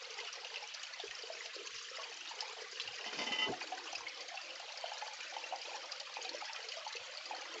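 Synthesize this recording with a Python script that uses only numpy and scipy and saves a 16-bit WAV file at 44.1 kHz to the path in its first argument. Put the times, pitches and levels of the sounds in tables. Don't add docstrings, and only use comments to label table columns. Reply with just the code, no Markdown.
import sys
import numpy as np
from scipy import signal
from scipy.fft import rfft, irfft
from scipy.io import wavfile
from scipy.ndimage import uniform_filter1d

SR = 44100
rng = np.random.default_rng(int(sys.argv[2]) if len(sys.argv) > 2 else 0)


def store_pcm(level_fs):
    pcm = np.round(np.clip(level_fs, -1, 1) * 32767).astype(np.int16)
    wavfile.write(sys.argv[1], SR, np.atleast_2d(pcm).T)


N = 335160
TIME_S = np.arange(N) / SR

# pitch_hz, density_db_per_hz
CREEK_SPECTRUM = [(500, -37.5), (800, -15), (1100, -9.5), (1500, -8.5), (2000, -7), (2550, 1), (3100, 3),
                  (3600, -3), (4600, 4.5), (5400, 0), (6700, -4.5), (7500, -12), (8300, -34.5)]


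def amp(db):
    return 10 ** (np.asarray(db) / 20)


def unit_rms(x):
    return x / np.sqrt(np.mean(x ** 2) + 1e-20)


def read(points, hz):
    f, value = np.transpose(points)
    return np.interp(np.log(hz + 1), np.log(f + 1), value)


def add(mix, start_s, sound):
    part = mix[max(round(start_s * SR), 0):][:len(sound)]
    part += sound[:len(part)]


def above(x, hz):
    return signal.sosfilt(signal.butter(6, hz, "high", fs=SR, output="sos"), x)


def coloured(x, spectrum):
    gain = amp(read(spectrum, np.fft.rfftfreq(len(x), 1 / SR)))
    return unit_rms(irfft(rfft(x) * gain, len(x)))


def resonate(x, hz, width_hz):
    turn = np.exp(2j * np.pi * np.cumsum(hz * np.ones(len(x))) / SR)
    r = np.exp(-np.pi * width_hz / SR)
    return 2 * (turn * signal.lfilter([1 - r], [1, -r], x / turn + 1e-18)).real


def steadied(x, size):
    power = uniform_filter1d(uniform_filter1d(x ** 2, size), size)
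    return x / np.sqrt(abs(power) + 1e-12)


def wobble(count, size):
    return unit_rms(uniform_filter1d(rng.standard_normal(count), size))


def swell(start_s, length_s, rise_s, fall_s):
    age_s = TIME_S - start_s
    attack = np.clip(age_s / rise_s + .5, 0, 1)
    return attack * np.exp(-np.clip((age_s - length_s) / fall_s, 0, 20))


def patter(per_s, spread_db, count=16000):
    moment, chance, size, sign = rng.random((count, 4)).T
    click = amp(spread_db * np.minimum(-np.log(1 - size), 3)) * np.sign(sign - .5)
    kept = chance < per_s * N / SR / count
    return np.bincount((moment * N).astype(int), click * kept, N)


def bubble(hz, cycles, rise):
    age = np.arange(int(6 * cycles / hz * SR)) * hz / SR
    tone = np.sin(2 * np.pi * age * (1 + rise * age / cycles / 2))
    return tone * np.exp(-age / cycles) * (1 - np.exp(-1.9 * age))


def scattered(x, share, fade_s, count=12):
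    delay_s, sign = rng.uniform(.002, .03, count), rng.choice([-1, 1], count)
    taps = np.zeros(SR // 20)
    taps[(delay_s * SR).astype(int)] = share * unit_rms(sign * np.exp(-delay_s / fade_s)) / np.sqrt(count)
    taps[0] = 1
    return signal.fftconvolve(x, taps)


def banks(x):
    # pitch_hz, t60_s
    rock_decay = [(300, 0.35), (1000, 0.47), (3000, 0.39), (8000, 0.2)]
    taps = rng.choice([-1., 1.], SR // 2) * (rng.random(SR // 2) < .08)
    taps[:SR // 200] = 0
    hz, t_s, z = signal.stft(taps, SR, nperseg=256)
    decay = amp(-60 * t_s / read(rock_decay, hz)[:, None])
    tail = signal.istft(z * decay, SR, nperseg=256)[1]
    return signal.fftconvolve(x, tail / np.linalg.norm(tail))[:N]


def swarm(low_hz, high_hz, per_s, spread_db, low_cycles, count=140):
    out, rings = np.zeros(N), []
    chirp = 0.045
    for hz, rise in zip(np.linspace(low_hz, high_hz, count), rng.exponential(chirp, count)):
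        ring = bubble(hz, low_cycles * np.sqrt(hz / low_hz), min(rise, 2 * chirp))
        ring = scattered(ring, share=0.99, fade_s=0.0039)
        rings.append(ring / np.linalg.norm(ring))
    births, kind = patter(per_s, spread_db), rng.integers(0, count, N)
    for at in np.flatnonzero(births):
        add(out, at / SR, births[at] * rings[kind[at]])
    return unit_rms(out)


def clumps(per_s, fade_s, depth):
    breaks = abs(patter(per_s, spread_db=3.0))
    crowd = signal.lfilter([1], [1, -np.exp(-1 / (fade_s * SR))], breaks)
    return 1 + depth * unit_rms(uniform_filter1d(crowd, size=130))


def hush():
    # pitch_hz, density_db_per_hz
    far_spectrum = [(25, -26.5), (60, -26), (130, -14.5), (280, -15.5), (450, -11), (820, -11), (1200, 2.5),
                    (4000, 3.5), (7000, -7), (8200, -20.5)]
    return amp(-55.5) * coloured(rng.standard_normal(N), far_spectrum)


def spilling():
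    # start_s, length_s, trickle_db, spray_db
    spills = [(0.186, 0.078, -52.5, -59), (0.694, 0.12, -57.5, -57.5), (1.3, 0.17, -65, -58),
              (1.656, 0.19, -57, -53), (1.933, 0.12, -52.5, -54), (2.163, 0.36, -56, -62),
              (2.753, 0.058, -52.5, -50), (2.944, 0.24, -50.5, -55.5), (3.604, 0.033, -52, -52.5),
              (3.857, 0.13, -49, -53.5), (4.835, 0.23, -54, -58), (5.222, 0.15, -53, -59),
              (5.615, 0.15, -53.5, -56), (6.202, 0.047, -52.5, -51), (6.35, 0.26, -54, -57.5),
              (6.645, 0.37, -56.5, -57.5), (7.312, 0.37, -54, -80)]
    flow, spray = amp(-52.5) ** 2, amp(-55) ** 2
    for start_s, length_s, trickle_db, spray_db in spills:
        surge = swell(start_s, length_s, rise_s=0.027, fall_s=0.032)
        flow = flow + (amp(trickle_db) * surge) ** 2
        spray = spray + (amp(spray_db) * surge) ** 2
    return np.sqrt(flow), np.sqrt(spray)


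def trickle():
    large = swarm(930, 2107, per_s=270, spread_db=4.0, low_cycles=8.5)
    large = large * clumps(per_s=53, fade_s=0.018, depth=0.98)
    middling = swarm(2050, 3800, per_s=300, spread_db=4.0, low_cycles=9.0)
    middling = middling * clumps(per_s=23, fade_s=0.016, depth=0.35)
    small = swarm(3750, 7400, per_s=900, spread_db=5.5, low_cycles=11.0)
    small = small * clumps(per_s=16, fade_s=0.01, depth=0.98)
    ticks = amp(-12.0) * unit_rms(patter(per_s=600, spread_db=-1.0))
    fizz = unit_rms(large + middling + small) + ticks
    fizz = fizz * clumps(per_s=36, fade_s=0.008, depth=0.37)
    fizz = coloured(fizz + amp(-13.0) * banks(fizz), CREEK_SPECTRUM)
    body = signal.sosfiltfilt(signal.butter(4, 3650, fs=SR, output="sos"), fizz)
    treble = fizz - body
    body = above(above(body, hz=845), hz=845)
    flow, spray = spilling()
    return flow * steadied(body, size=3000) + spray * steadied(treble, size=3000)


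def thumps():
    # centre_s, level_db, pitch_hz, length_s
    rumbles = [(1.095, -71, 62, 0.023), (1.75, -73, 72, 0.025), (2.888, -69, 89.5, 0.046),
               (3.2, -55, 240, 0.034), (3.505, -50.5, 133, 0.023), (3.997, -75, 84, 0.067),
               (7.013, -72, 123, 0.017)]
    out, t_s = np.zeros(N), np.arange(-SR // 4, SR // 4) / SR
    for centre_s, db, hz, length_s in rumbles:
        rumble = resonate(rng.standard_normal(len(t_s)), hz, width_hz=0.8 * hz)
        rumble = resonate(rumble, hz, width_hz=1.3 * hz)
        rumble = steadied(above(rumble, 0.39 * hz), size=1200)
        add(out, centre_s + t_s[0], amp(db) * rumble * np.exp(-(t_s / length_s) ** 2))
    return out


def drips():
    # start_s, bubble_db, pitch_hz, spatter_db
    drops = [(0.107, -45, 4900, -50), (0.1404, -41, 4720, -45), (0.1888, -36, 2055, -47),
             (0.201, -40, 3080, -36.5), (0.275, -36, 2900, -44), (0.286, -40, 2620, -51),
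             (0.3283, -35.5, 5630, -44), (0.447, -40, 2760, -41.5), (0.541, -44, 3100, -37.5),
             (0.5584, -32, 2650, -38), (0.746, -39, 4800, -40), (0.8317, -37, 6550, -46),
             (0.833, -35, 2870, -38.5), (1, -32, 3490, -42), (1.11, -41, 1860, -42.5),
             (1.152, -34.5, 5170, -48), (1.223, -34.5, 4730, -53), (1.407, -35.5, 1990, -57),
             (1.459, -41.5, 2750, -37.5), (1.5547, -38, 4500, -42.5), (1.762, -46, 3300, -42),
             (2.2744, -35.5, 3650, -46), (2.406, -34, 5100, -31.5), (2.799, -30.5, 2700, -38),
             (2.7985, -30.5, 3300, -44), (2.805, -31, 3950, -51), (2.8757, -32.5, 2740, -41),
             (3.6116, -34.5, 2430, -53), (3.776, -41.5, 1520, -50), (3.956, -30, 4940, -51),
             (4.067, -34, 2150, -47), (4.206, -36.5, 4540, -39.5), (4.3736, -32.5, 2674, -45),
             (4.506, -36.5, 2870, -50), (4.774, -37, 4740, -40), (4.859, -35.5, 2970, -46),
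             (4.971, -38, 3700, -52.5), (5.074, -37, 4550, -42), (5.204, -37, 2390, -38),
             (5.439, -34, 2690, -61), (5.6162, -34.5, 4730, -45), (5.919, -34, 4780, -36),
             (5.999, -41, 4450, -35.5), (6.1615, -35.5, 2460, -49), (6.252, -38.5, 2490, -47),
             (6.2922, -27.5, 4270, -39.5), (6.412, -41, 1247, -43), (6.455, -35.5, 5000, -54),
             (6.496, -39, 2580, -48), (6.5604, -40.5, 2430, -38.5), (6.686, -37, 4320, -38.5),
             (6.719, -40, 2650, -36.5), (6.9253, -34.5, 3980, -40), (6.966, -35.5, 2580, -41),
             (7.1732, -31, 4430, -58), (7.257, -33, 4750, -50)]
    rise_s, fade_s = 0.0007, 0.0058
    out, t_s = np.zeros(N), np.arange(SR // 20) / SR
    envelope = np.exp(-t_s / fade_s) * (1 - np.exp(-t_s / rise_s))
    for start_s, db, hz, spatter_db in drops:
        spatter = resonate(rng.standard_normal(len(t_s)), hz, width_hz=2000)
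        add(out, start_s, amp(spatter_db) * coloured(spatter, CREEK_SPECTRUM) * envelope)
        ring = scattered(bubble(hz, cycles=8.1, rise=0.015), share=0.88, fade_s=0.0056)
        add(out, start_s, amp(db) * ring)
    return above(out, hz=840)


def knocks():
    # start_s, level_db, pitch_hz, ring_cycles
    stones = [(3.31, -38, 237, 3), (3.4879, -35, 290, 1.7), (3.4965, -30.5, 268, 1.8)]
    out = np.zeros(N)
    for start_s, db, hz, cycles in stones:
        add(out, start_s, amp(db) * bubble(hz, cycles, rise=0))
    return out


def scrape():
    # start_s, ring_db, grit_db, freedom_0_to_1, flex_db
    slips = [(3.061, -35, -49, 0.39, -3), (3.125, -44.5, -43.5, 0, 2), (3.186, -34, -39, 0, -8),
             (3.211, -32.5, -42, 0.13, -13), (3.264, -32.5, -41, 0.7, -15), (3.319, -31, -40, 0.9, -4.5),
             (3.383, -30, -42, 1, -12), (3.417, -28, -44, 1, -1.5)]
    # pitch_hz, pressed_db, free_db, free_t60_s
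    modes = [(228, -8, -27, .2), (705, -10, -26, .2), (874, -15, -15, .5), (1012, -6, -20, .2),
             (1277, -16, -8.5, .24), (2008, -13, -4, .21), (2068, -2, -11, .17), (2778, -11, -3, .19),
             (3024, -6, 0, .18), (3095, -4, -10, .1), (3620, -7, -18, .2), (4592, -5, -22, .2),
             (5025, -7, -24, .18), (5305, -10, -15, .12), (5848, -10, -22, .14)]
    # pitch_hz, density_db_per_hz
    grit_spectrum = [(100, -41), (220, 3), (700, 2.5), (1500, -8), (2500, 2.5), (4100, -11), (5400, -4.5),
                     (7000, -13), (8200, -33.5)]
    flex_hz, flex_octaves = 1277, 0.19
    grind_hz, free_waver_hz = 45, 7
    pressed_ring, chatter_depth = 0.5, 0.4
    slip_rise_s = 0.006
    plunge_s, smother_cycles = 3.463, 58

    out, t_s = np.zeros(SR), np.arange(SR) / SR
    start_s, ring_db, grit_db, free, flex_db = np.transpose(slips)[:, :, None]
    first_s, free = slips[0][0], np.clip(free, 0, 1)
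    clock_s = first_s + t_s
    age_s = np.maximum(clock_s - start_s, 0)
    pressed = 1 - np.interp(clock_s, start_s[:, 0], free[:, 0])
    for hz, pressed_db, free_db, t60_s in modes:
        flex = flex_db * np.exp(-(np.log2(hz / flex_hz) / flex_octaves) ** 2)
        ring_t60_s = t60_s * (pressed_ring + free * (1 - pressed_ring))
        fade = np.exp(-np.log(1000) * age_s / ring_t60_s)
        level_db = ring_db + pressed_db + free * (free_db - pressed_db) + flex
        fed = amp(level_db) * (1 - np.exp(-age_s / slip_rise_s)) * fade
        waver_hz = (free_waver_hz + grind_hz * pressed * hz / modes[-1][0]) * wobble(len(t_s), size=150)
        chatter = 1 + chatter_depth * pressed * wobble(len(t_s), size=200)
        smother = np.exp(-np.maximum(clock_s - plunge_s, 0) * hz / smother_cycles)
        tone = np.sin(2 * np.pi * (np.cumsum(hz + waver_hz) / SR + rng.random()))
        out += np.linalg.norm(fed, axis=0) * chatter * smother * tone
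    crunch = amp(grit_db) * np.exp(-age_s / 0.034) * (1 - np.exp(-age_s / 0.0011))
    grit = coloured(patter(per_s=1400, spread_db=3.0)[:len(t_s)], grit_spectrum)
    out += np.linalg.norm(crunch, axis=0) * grit
    placed = np.zeros(N)
    add(placed, first_s, out)
    return above(placed, hz=170)


def plops():
    # start_s, level_db, pitch_hz, ring_cycles
    large_bubbles = [(0.206, -42.5, 464, 7.4), (0.373, -46.5, 500, 7.4), (0.624, -42, 822, 14),
                     (0.997, -34.5, 700, 2.1), (1.036, -34.5, 426, 4.4), (1.234, -39, 444, 6.9),
                     (1.3, -30.5, 636, 2.5), (1.455, -44, 640, 4.9), (1.563, -36.5, 465, 1.8),
                     (1.912, -45, 507, 8.6), (1.983, -40.5, 643, 6), (1.995, -39, 1079, 9.6),
                     (2.311, -33.5, 870, 2.3), (2.424, -35.5, 842, 4.6), (2.566, -40.5, 720, 3),
                     (2.617, -38, 465, 4.2), (2.884, -43, 817, 7.2), (3.061, -38.5, 700, 4.3),
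                     (3.186, -38.5, 715, 3.4), (3.287, -41, 810, 18), (3.463, -39, 387, 5),
                     (3.473, -40.5, 857, 6.5), (3.482, -34.5, 660, 5), (3.496, -27.5, 422, 2.9),
                     (3.524, -30.5, 717, 5), (3.616, -35.5, 840, 4.5), (3.72, -32, 734, 8.2),
                     (3.93, -32.5, 748, 3), (4.007, -37, 1000, 3.8), (4.218, -49, 502, 4.4),
                     (4.342, -38.5, 786, 5), (4.599, -36.5, 730, 4.2), (4.84, -24, 685, 2.15),
                     (4.917, -33.5, 838, 7.2), (5.022, -31.5, 819, 5), (5.08, -37, 840, 5.6),
                     (5.323, -41, 785, 6), (5.365, -30, 832, 4.6), (5.524, -24.5, 727, 2.3),
                     (5.535, -24, 777, 2), (5.682, -37.5, 587, 3.4), (5.715, -36.5, 787, 4.3),
                     (5.744, -35, 827, 7), (6.168, -29.5, 844, 5.2), (6.19, -38.5, 480, 3.1),
                     (6.248, -41.5, 739, 10), (6.345, -35.5, 576, 4.7), (6.422, -35, 835, 5.6),
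                     (6.495, -38, 900, 8), (6.769, -37, 642, 5.6), (6.865, -31, 855, 4.8),
                     (6.95, -40, 459, 3), (7.309, -31.5, 830, 9.1), (7.335, -32, 735, 4.4),
                     (7.42, -43, 810, 6)]
    out = np.zeros(N)
    for start_s, db, hz, cycles in large_bubbles:
        ring = scattered(bubble(hz, cycles, rise=0.02), share=0.51, fade_s=0.016)
        add(out, start_s, amp(db) * above(ring, 0.77 * hz))
    return out


def lapping():
    # start_s, length_s, open_pocket_hz, pocket_db, hollow_db, gurgle_db
    laps = [(0.0, 0.13, 468, -58, -81.5, -65), (0.152, 0.094, 452, -60.5, -91, -55),
            (0.35, 0.28, 455, -61, -86, -58), (0.71, 0.44, 557, -71, -86, -64),
            (1.181, 0.28, 455, -61, -80, -62.5), (1.562, 0.061, 430, -52.5, -65, -66),
            (1.666, 0.45, 437, -67, -87, -82), (1.968, 0.13, 455, -61, -84, -57),
            (2.112, 0.19, 400, -83, -71.5, -65), (2.328, 0.31, 449, -59, -87, -58.5),
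            (2.701, 0.2, 460, -61, -76, -68), (2.935, 0.23, 417, -60, -78, -57),
            (3.464, 0.032, 472, -60, -47, -47), (3.573, 0.3, 448, -62.5, -62.5, -57),
            (3.88, 0.24, 525, -62.5, -70.5, -60.5), (4.164, 0.11, 471, -60, -72.5, -59),
            (4.297, 0.071, 684, -53, -95, -59), (4.436, 0.12, 525, -59, -68.5, -60.5),
            (4.61, 0.52, 523, -63, -95, -56.5), (5.17, 0.14, 533, -64.5, -75.5, -63.5),
            (5.307, 0.27, 512, -59, -72.5, -58), (5.644, 0.22, 483, -59, -70.5, -55.5),
            (5.889, 0.21, 525, -61.5, -86, -58.5), (6.159, 0.11, 464, -57.5, -76, -61),
            (6.297, 0.045, 484, -52.5, -57, -54.5), (6.411, 0.21, 740, -70, -90, -59),
            (6.559, 0.15, 486, -59, -84, -62), (6.722, 0.12, 548, -59.5, -85, -63),
            (6.959, 0.17, 485, -60.5, -90, -61), (7.108, 0.1, 646, -61.5, -92, -63),
            (7.259, 0.21, 503, -59, -66, -59), (7.513, 0.059, 484, -53.5, -57, -55)]
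    pinch, open_s = 0.26, 0.0096
    drum, hollow, gurgle = amp(-78.5) ** 2, 0, amp(-81) ** 2
    pitch = drum * 554
    for start_s, length_s, hz, pocket_db, hollow_db, gurgle_db in laps:
        lap = swell(start_s, length_s, rise_s=0.053, fall_s=0.04)
        power = (amp(pocket_db) * lap) ** 2
        closed = np.exp(-np.clip((TIME_S - start_s) / open_s, 0, 20))
        drum = drum + power
        hollow = hollow + (amp(hollow_db) * lap) ** 2
        gurgle = gurgle + (amp(gurgle_db) * lap) ** 2
        pitch = pitch + power * hz * (1 + pinch * closed)
    return pitch / drum, np.sqrt(drum), np.sqrt(hollow), np.sqrt(gurgle)


def cavity(hz, width_hz, per_s):
    air = patter(per_s, spread_db=2.5)
    for _ in range(7):
        air = resonate(air, hz, width_hz)
    return steadied(air, size=3000)


def slosh():
    pocket_hz, drumming, booming, gurgling = lapping()
    pocket_hz = pocket_hz * (1 + 0.045 * wobble(N, size=2500))
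    pocket = cavity(pocket_hz, width_hz=210, per_s=170)
    hollow = cavity(324.4, width_hz=228, per_s=160)
    gurgle = above(swarm(530, 1020, per_s=110, spread_db=1.0, low_cycles=5.0), hz=510)
    return drumming * pocket + booming * hollow + gurgling * steadied(gurgle, size=2800)


def scene():
    gulps, drops = plops(), drips()
    steel = scrape() + knocks() + thumps()
    echo = banks(amp(-13.0) * gulps + amp(-11.5) * drops + amp(-15.5) * steel)
    return (gulps + drops + steel + echo + trickle() + slosh() + hush())[None]


def record(dry):
    lowpass = signal.firwin(201, 8150, window=("kaiser", 8), fs=SR)
    return signal.oaconvolve(dry, lowpass[None], "same")


dry = scene()
out = record(dry)
store_pcm(out)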